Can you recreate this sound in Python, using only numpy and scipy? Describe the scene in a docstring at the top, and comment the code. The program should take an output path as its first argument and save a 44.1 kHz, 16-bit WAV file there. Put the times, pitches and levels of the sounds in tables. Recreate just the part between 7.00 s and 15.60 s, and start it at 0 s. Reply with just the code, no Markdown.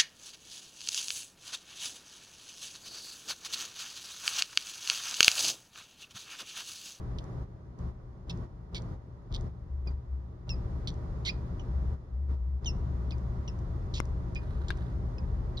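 """In a small terrarium, a quail chick held by a snake gives short falling peeps, dry creaks and one
rising squawk, close to a phone. Its syrinx either whistles a note that swells, sinks and fades, or flaps
in slowing pulses; a faint beak tick follows many calls. The bedding rustles and the phone is bumped
twice. Behind it all a room hums and throbs; the phone's noise suppressor briefly ducks the background
between calls."""
import sys
import numpy as np
from scipy import signal
from scipy.fft import rfft, irfft
from scipy.io import wavfile

SR = 44100
rng = np.random.default_rng(int(sys.argv[2]) if len(sys.argv) > 2 else 0)


def persist_wave(psi):
    """Save psi, clipped to +-1, as 16-bit WAV."""
    counts = np.round(np.clip(psi, -1, 1) * 32767).astype(np.int16)
    wavfile.write(sys.argv[1], SR, np.atleast_2d(counts).T)


N = 379260
T = np.arange(N) / SR

# Resonance of the chick's throat: freq_hz, relative_db
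THROAT = [(500, -44), (1600, -40), (2200, -11), (2650, -17.5), (3300, 2.5), (4500, -3.5), (5700, -7.5),
          (6600, -15), (7800, -24.5), (9400, -30.5), (11000, -32.5), (13000, -44)]


def peeps(flutter_hz=900, pitch_jitter=0.068, third_db=-33, fourth_db=-40, edge_s=0.0012, rasp_db=-5):
    """The syrinx whistles a note whose octave the throat favours; strain shakes it and adds a rasp."""
    # Falling notes: start_s, length_s, crest_after_s, first_hz, last_hz,
    # bend (1 straight, more = steeper start), fundamental_db, octave_db, roughness (0-1)
    notes = [ (1.298, 0.023, 0.011, 2760, 2600, 1.8, -48, -46.5, .25),
             (1.750, .048, 0.015, 2376, 2165, 1.55, -44.5, -46, 0.4),
             (2.871, 0.027, .003, 2520, 2325, 1.9, -47, -45.5, 0.054),
             (3.493, 0.056, .010, 2814, 2470, 1.44, -41.5, -37.5, 0.037),
             (4.254, 0.046, .012, 4010, 2570, 3.1, -39, -44, 0.15),
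             (4.594, 0.035, .002, 3150, 2820, 2.3, -51, -60, 0.36),
             (5.645, 0.011, .001, 2690, 2400, 2, -56, -46, 0.6),
             (5.658, 0.057, 0.02, 3250, 2644, 2.3, -36, -34.5, .04),
             (5.659, 0.02, .003, 3640, 3580, 0.74, -41, -62, 0.085),
             (6.118, 0.028, .002, 2650, 2330, 2.3, -46.5, -50, .12),
             (6.477, 0.028, .004, 3100, 2610, 2.6, -44.5, -43.5, 0.075),
             (6.938, .038, .003, 2097, 1680, 1.98, -73, -43, .12),
             (6.960, 0.043, 0.013, 2710, 2570, 1.2, -45, -44.5, 0.52),
             (6.992, 0.021, .003, 2870, 2630, 2.6, -48, -45, .05),
             (7.354, 0.044, .007, 2490, 2445, 1.6, -36, -50.5, 0.31),
             (8.182, 0.017, .001, 2700, 2480, 2.6, -50.5, -49.5, .06),
             (8.571, 0.02, .008, 2500, 1920, 4.5, -75, -37, 0.25), ]
    out, shake, tremble = np.zeros(N), wander(flutter_hz), wander(flutter_hz)
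    turbulence = unit(signal.fftconvolve(rng.standard_normal(N), ring(THROAT))[:N])
    for s, hz, base_db, octave_db, rough in [peep_contour(*row) for row in notes] + [squawk_contour()]:
        t = T[:len(hz)]
        span = (int(s * SR) + np.arange(len(hz))) % N
        phase = 2 * np.pi * np.cumsum(hz * (1 + pitch_jitter * rough * shake[span])) / SR
        harmonics_db = [base_db, octave_db, octave_db + third_db, octave_db + fourth_db]
        tone = sum(undb(db) * np.sin((k + 1) * phase) for k, db in enumerate(harmonics_db))
        strained = tone * (1 + rough * tremble[span]) / np.sqrt(1 + rough ** 2)
        rasp = rough * undb(octave_db + rasp_db) * turbulence[span]
        edges = np.clip(np.minimum(t, t[-1] - t) / edge_s, 0, 1)
        add(out, s, edges * (strained + rasp))
    return out


def peep_contour(s, length, crest_s, first_hz, last_hz, bend, base_db, octave_db, rough):
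    """One peep: the pitch falls, the level swells and dies ever faster, the hoarse start clears."""
    rise_db, fade_db, fade_bend = 9, 19.5, 1.38
    onset_rough, settle_s = .35, 0.0057
    t = T[:int(length * SR)]
    rising = np.clip(1 - t / max(crest_s, 1 / SR), 0, 1)
    fading = np.clip((t - crest_s) / max(length - crest_s, 1 / SR), 0, 1)
    effort_db = -rise_db * rising - fade_db * fading ** fade_bend
    thinning_db = 9 * (t - crest_s) / length  # the fundamental weakens against the octave
    hz = last_hz + (first_hz - last_hz) * (1 - t / length) ** bend
    hoarse = np.clip(rough + onset_rough * np.exp(-t / settle_s), 0, 1)
    return s, hz, base_db + effort_db - thinning_db, octave_db + effort_db, hoarse


def squawk_contour(waver=0.032, waver_hz=160):
    """One side of the syrinx strains upward in a wavering squawk, over a peep from the other side."""
    # Path of the squawk: time_s, pitch_hz, fundamental_db, octave_db, roughness (0-1)
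    path = [(4.252, 2313, -55, -62, 0.8), (4.268, 1980, -43, -35, 0.65), (4.277, 2145, -37, -36.5, 0.1),
            (4.289, 2180, -36, -34, 0.2), (4.298, 2530, -32, -36, 0.17), (4.315, 2450, -54, -55, 0.3)]
    s, *columns = np.transpose(path)
    t = T[int(s[0] * SR):int(s[-1] * SR)]
    hz, base_db, octave_db, rough = (np.interp(t, s, column) for column in columns)
    return s[0], hz * (1 + waver * wander(waver_hz)[:len(t)]), base_db, octave_db, rough


def creaks(jitter=0.1, scatter_db=2, kick_db=2, flap_db=-6, flap_t60_s=0.0088, flap_spread=0.14):
    """With little air the syrinx only flaps: uneven, slowing pulses that each ring in the throat."""
    # Pulse trains: start_s, length_s, first_rate_hz, level_db, level_change_db, flap_ring_hz
    trains = [ (0.186, 0.011, 410, -34.5, -18, 3380), (1.2968, 0.02, 430, -32, -11, 3430),
              (1.7467, 0.041, 440, -31.5, -8, 3820), (2.341, .026, 430, -35, -5.5, 3680),
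              (3.874, 0.03, 360, -27.5, -12, 4040), (4.2508, .044, 710, -35.5, 7.5, 4100),
              (6.1083, .008, 480, -39, -6, 4130), (6.9403, 0.05, 460, -35.5, -2, 5200),
              (7.6837, 0.014, 380, -35, -12, 5100), ]
    # Single pulses of the syrinx, some of them the sharp start of a peep: start_s, level_db
    chips = [(1.3287, -51), (2.3185, -51), (2.3261, -38), (2.3477, -27.5), (2.3627, -32), (3.4931, -31),
             (6.4785, -40.5), (7.3562, -44), (8.592, -38)]
    slowing = .45  # share of the pulse rate lost as the air runs out
    out, click, t = clicks(chips, THROAT), ring(THROAT), T[:SR // 50]
    envelope = decay(t, flap_t60_s) * (1 - np.exp(-t / 0.00026))
    for s, length, rate, db, change_db, hz in trains:
        done = 0
        for stretch, strength, tension in rng.standard_normal(size=(40, 3)):
            if done > 1:
                break
            accent_db = scatter_db * strength if done else kick_db
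            gain = undb(db + change_db * done + accent_db)
            flap = envelope * np.sin(2 * np.pi * hz * np.exp(flap_spread * tension) * t)
            add(out, s + done * length, gain * click)
            add(out, s + done * length, gain * undb(flap_db) * flap)
            done += np.exp(jitter * stretch) / (rate * length * (1 - slowing * done ** 2))
    return out


def beak_ticks():
    """The beak gives a faint, bright tick after many calls."""
    # Ticks: start_s, level_db
    ticks = [(.2415, -47), (.790, -51), (1.3745, -50), (1.8212, -44.5), (2.4108, -44.5), (3.9417, -50),
             (6.1826, -50), (6.5907, -49), (7.055, -43.5), (7.3497, -38), (7.7729, -48)]
    # Resonance of the beak: freq_hz, relative_db
    beak = [(1000, -37), (3000, -13), (4500, -0.5), (6300, 7), (8000, -3.5), (12000, -30)]
    return clicks(ticks, beak)


def rustle(grain_db=5):
    """Dry fibres slip under the snake in many tiny grains."""
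    # Shifts of the bedding: middle_s, length_s, level_db
    shifts = [(7.58, 0.61, -63), (7.8, 0.15, -62), (7.9, 0.097, -62)]
    # Colour of the fibres: freq_hz, relative_db
    bedding = [(600, -6), (1550, 5), (2400, -11), (3900, -6.5), (5200, -18), (9000, -26.5)]
    grains = rng.standard_normal(N) * undb(grain_db * wander(300))
    humps = sum(undb(db) * np.cos(np.pi * np.clip((T - s) / length, -.5, .5))
                for s, length, db in shifts)
    return unit(signal.fftconvolve(grains, ring(bedding))[:N]) * humps


def terrarium(x, wet_db=-13, box_t60_s=0.086, room_t60_s=.4, room_db=-17, left_lag_s=.0002):
    """Sound reaches the right mic first, dies quickly in the box and lingers faintly in the room."""
    # The nearer right mic hears the chick's low notes better: freq_hz, left_minus_right_db
    pan = [(2200, -8.5), (3400, -5), (4500, -7), (5600, 4.5)]
    t = T[:SR // 3]
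    envelope = decay(t, box_t60_s) + undb(room_db) * decay(t, room_t60_s)
    channels = []
    for sign, lag_s in ((1, left_lag_s), (-1, 0)):
        panned = irfft(rfft(x) * undb(sign * spectrum(pan, N) / 2), N)
        direct = np.pad(panned, (round(lag_s * SR), 0))[:N]
        tail = rng.standard_normal(len(t)) * envelope * (t > .002)
        reverb = signal.fftconvolve(x, tail / np.linalg.norm(tail))[:N]
        channels.append(direct + undb(wet_db) * reverb)
    return np.array(channels)


def bumps(crunch_t60_s=0.068):
    """A knock on the phone's case rings a few short modes, mostly on the left, with a dull crunch."""
    # Knocks: start_s, crunch_db, modes as (pitch_hz, left_db, right_db, t60_s)
    knocks = [ (7.0022, -52, [(360, -14.5, -18, 0.0062), (1110, -14.5, -47, 0.0056),
              (1370, -27, -53, 0.013), (2090, -24.5, -56, 0.016), (6530, -26.5, -55, 0.0049),
              (8900, -27.5, -58, 0.0016)]), (7.7048, -39.5, [(70.3, -20, -23, 0.17), (347, -30, -37, 0.033),
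              (1020, -41, -31, 0.0031), (1620, -20, -29, 0.021), (2350, -35, -27, 0.0021),
              (3660, -28.5, -43, 0.012), (9000, -48, -61, 0.018)]), ]
    out, t = np.zeros((2, N)), T[:SR // 8]
    dull = signal.butter(4, [300, 4400], "band", fs=SR, output="sos")
    for s, crunch_db, modes in knocks:
        for hz, left_db, right_db, t60_s in modes:
            add(out, s, undb([[left_db], [right_db]]) * np.sin(2 * np.pi * hz * t) * decay(t, t60_s))
        crunch = unit(signal.sosfilt(dull, rng.standard_normal((2, len(t)))))
        add(out, s, undb(crunch_db) * crunch * decay(t, crunch_t60_s))
    return out


def room_tone(duck, level_db=-35.5):
    """A centred rumble under a diffuse hiss with a few faint resonances."""
    # Colour of the room noise: freq_hz, relative_db
    colour = [(20, -34.5), (33, 0), (55, 3.5), (75, 1.5), (97, -3.5), (170, -10.5), (250, -18.5),
              (410, -20), (800, -32.5), (1150, -33), (2600, -54), (5000, -55.5), (8000, -68.5),
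              (12000, -68)]
    # Ripples in that colour: centre_hz, half_width_hz, gain_db
    ripples = [(174, 10, 6), (482, 14, -10.5), (1935, 120, 4), (3550, 210, 2), (5290, 66, 5.5),
               (6550, 240, 8)]
    # Stereo width: freq_hz, side_minus_mid_db
    width = [(60, -20), (200, -9), (350, -8), (700, 2), (2000, 0.5)]
    # Stereo balance: freq_hz, left_minus_right_db
    pan = [(60, 2.1), (250, 0), (640, -3.5), (1150, -6), (2080, 4), (3770, -3.5), (6800, 1)]
    f = np.arange(N // 2 + 1) * SR / N
    ripple_db = sum(db * np.exp(-((f - hz) / half_width) ** 2) for hz, half_width, db in ripples)
    mid, side = rfft(rng.standard_normal((2, N))) * undb(spectrum(colour, N) + ripple_db)
    sign = np.array([[1], [-1]])
    wide = mid + sign * undb(spectrum(width, N)) * side
    stereo = irfft(wide * undb(sign * spectrum(pan, N) / 2), N)
    return stereo / stereo.mean(axis=0).std() * undb(level_db) * duck


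def hum(duck, drone_hz=66, drone_db=-39, waver_rad=0.93, waver_hz=7, throb_edge_s=0.046, pan_db=2.5):
    """Mains and machine hum, and a low wavering drone that throbs now and then."""
    # Hum tones: pitch_hz, level_db
    tones = [(120, -43), (239, -63), (359, -61.5), (582, -72.5), (626, -70.5), (774, -70.5), (957, -69.5)]
    # Throbs of the drone: start_s, length_s, level_db
    throbs = [(0.83, 0.083, -34.5), (2.357, 0.092, -40), (2.707, 0.29, -33.5), (3.095, 0.098, -31.5),
              (4.733, .21, -28), (5.12, 0.484, -28.5), (5.654, 0.59, -33.5)]
    mains = sum(undb(db) * np.sin(2 * np.pi * hz * T + 0.33 * wander(5.1)) for hz, db in tones)
    surge = sum(undb(db) * plateau(s, s + length, throb_edge_s, throb_edge_s)
                for s, length, db in throbs)
    phase = 2 * np.pi * drone_hz * T + waver_rad * wander(waver_hz)
    drone = (undb(drone_db) * duck + surge) * np.sin(phase)
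    return (np.sqrt(2) * mains * duck + drone) * undb([[pan_db / 2], [-pan_db / 2]])


def suppressor_gain(depth_db=-9, fall_s=0.039, return_s=0.021):
    """The phone's noise suppressor briefly ducks the background at set times between calls."""
    # Ducked spans: start_s, end_s
    spans = [(.445, .785), (.91, 1.275), (1.462, 1.725), (1.955, 2.308), (2.492, 2.86), (2.93, 3.472),
             (4.955, 5.29), (5.355, 5.622)]
    return undb(depth_db * sum(plateau(start, end, fall_s, return_s) for start, end in spans))


def shade_bass(x, shelf_hz=115):
    """The low end of the background starts weak and fills out."""
    # Bass ride: time_s, gain_db
    ride = [(0, -2.5), (1.9, -4.5), (2.4, 1), (4.5, -1.5), (5.9, -0.5), (8.6, 2)]
    bass = signal.sosfiltfilt(signal.butter(2, shelf_hz, fs=SR, output="sos"), x)
    return x + bass * (undb(np.interp(T, *np.transpose(ride))) - 1)


def undb(db):
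    """Decibels to gain."""
    return 10 ** (np.asarray(db) / 20)


def unit(x):
    """Scale to rms 1."""
    return x / np.sqrt(np.mean(x ** 2))


def decay(t, t60_s):
    """Envelope that falls 60 dB in t60_s."""
    return np.exp(-np.log(1000) * t / t60_s)


def plateau(start, end, rise_s, fall_s):
    """1 from start to end and 0 outside, with sloping edges."""
    return np.clip(.5 + np.minimum((T - start) / rise_s, (end - T) / fall_s), 0, 1)


def spectrum(points, size):
    """(Hz, dB) points joined on a log axis, as dB per transform bin."""
    hz, db = np.transpose(points)
    return np.interp(np.log(np.arange(size // 2 + 1) * SR / size + 1), np.log(hz), db)


def wander(hz):
    """Smooth random motion of spread 1, with little above hz."""
    f = np.arange(N // 2 + 1) * SR / N
    return unit(irfft(rfft(rng.standard_normal(N)) * np.exp(-(f / hz) ** 2), N))


def ring(points, size=512):
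    """Minimum-phase click with the given spectrum and peak 1."""
    cepstrum = irfft(np.log(undb(spectrum(points, size))))
    cepstrum[1:size // 2] *= 2
    cepstrum[size // 2 + 1:] = 0
    click = irfft(np.exp(rfft(cepstrum)))
    return click / np.abs(click).max()


def clicks(rows, body):
    """Each (start_s, level_db) pulse rings the body once."""
    out, click = np.zeros(N), ring(body)
    for s, db in rows:
        add(out, s - .0002, undb(db) * click)
    return out


def add(out, s, x):
    """Mix x into out from time s on."""
    i = int(np.clip(round(s * SR), 0, N - 1))
    out[..., i:i + x.shape[-1]] += x[..., :N - i]


def scene():
    """The chick and bedding in their box, the bumps and the room behind."""
    duck = suppressor_gain()
    chick = peeps() + creaks() + beak_ticks()
    return terrarium(chick + rustle()) + bumps() + shade_bass(room_tone(duck) + hum(duck))


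def record(dry):
    """The phone cuts the treble above 12 kHz."""
    return signal.sosfilt(signal.ellip(8, .2, 70, 12000, fs=SR, output="sos"), dry)


dry = scene()
out = record(dry)
persist_wave(out)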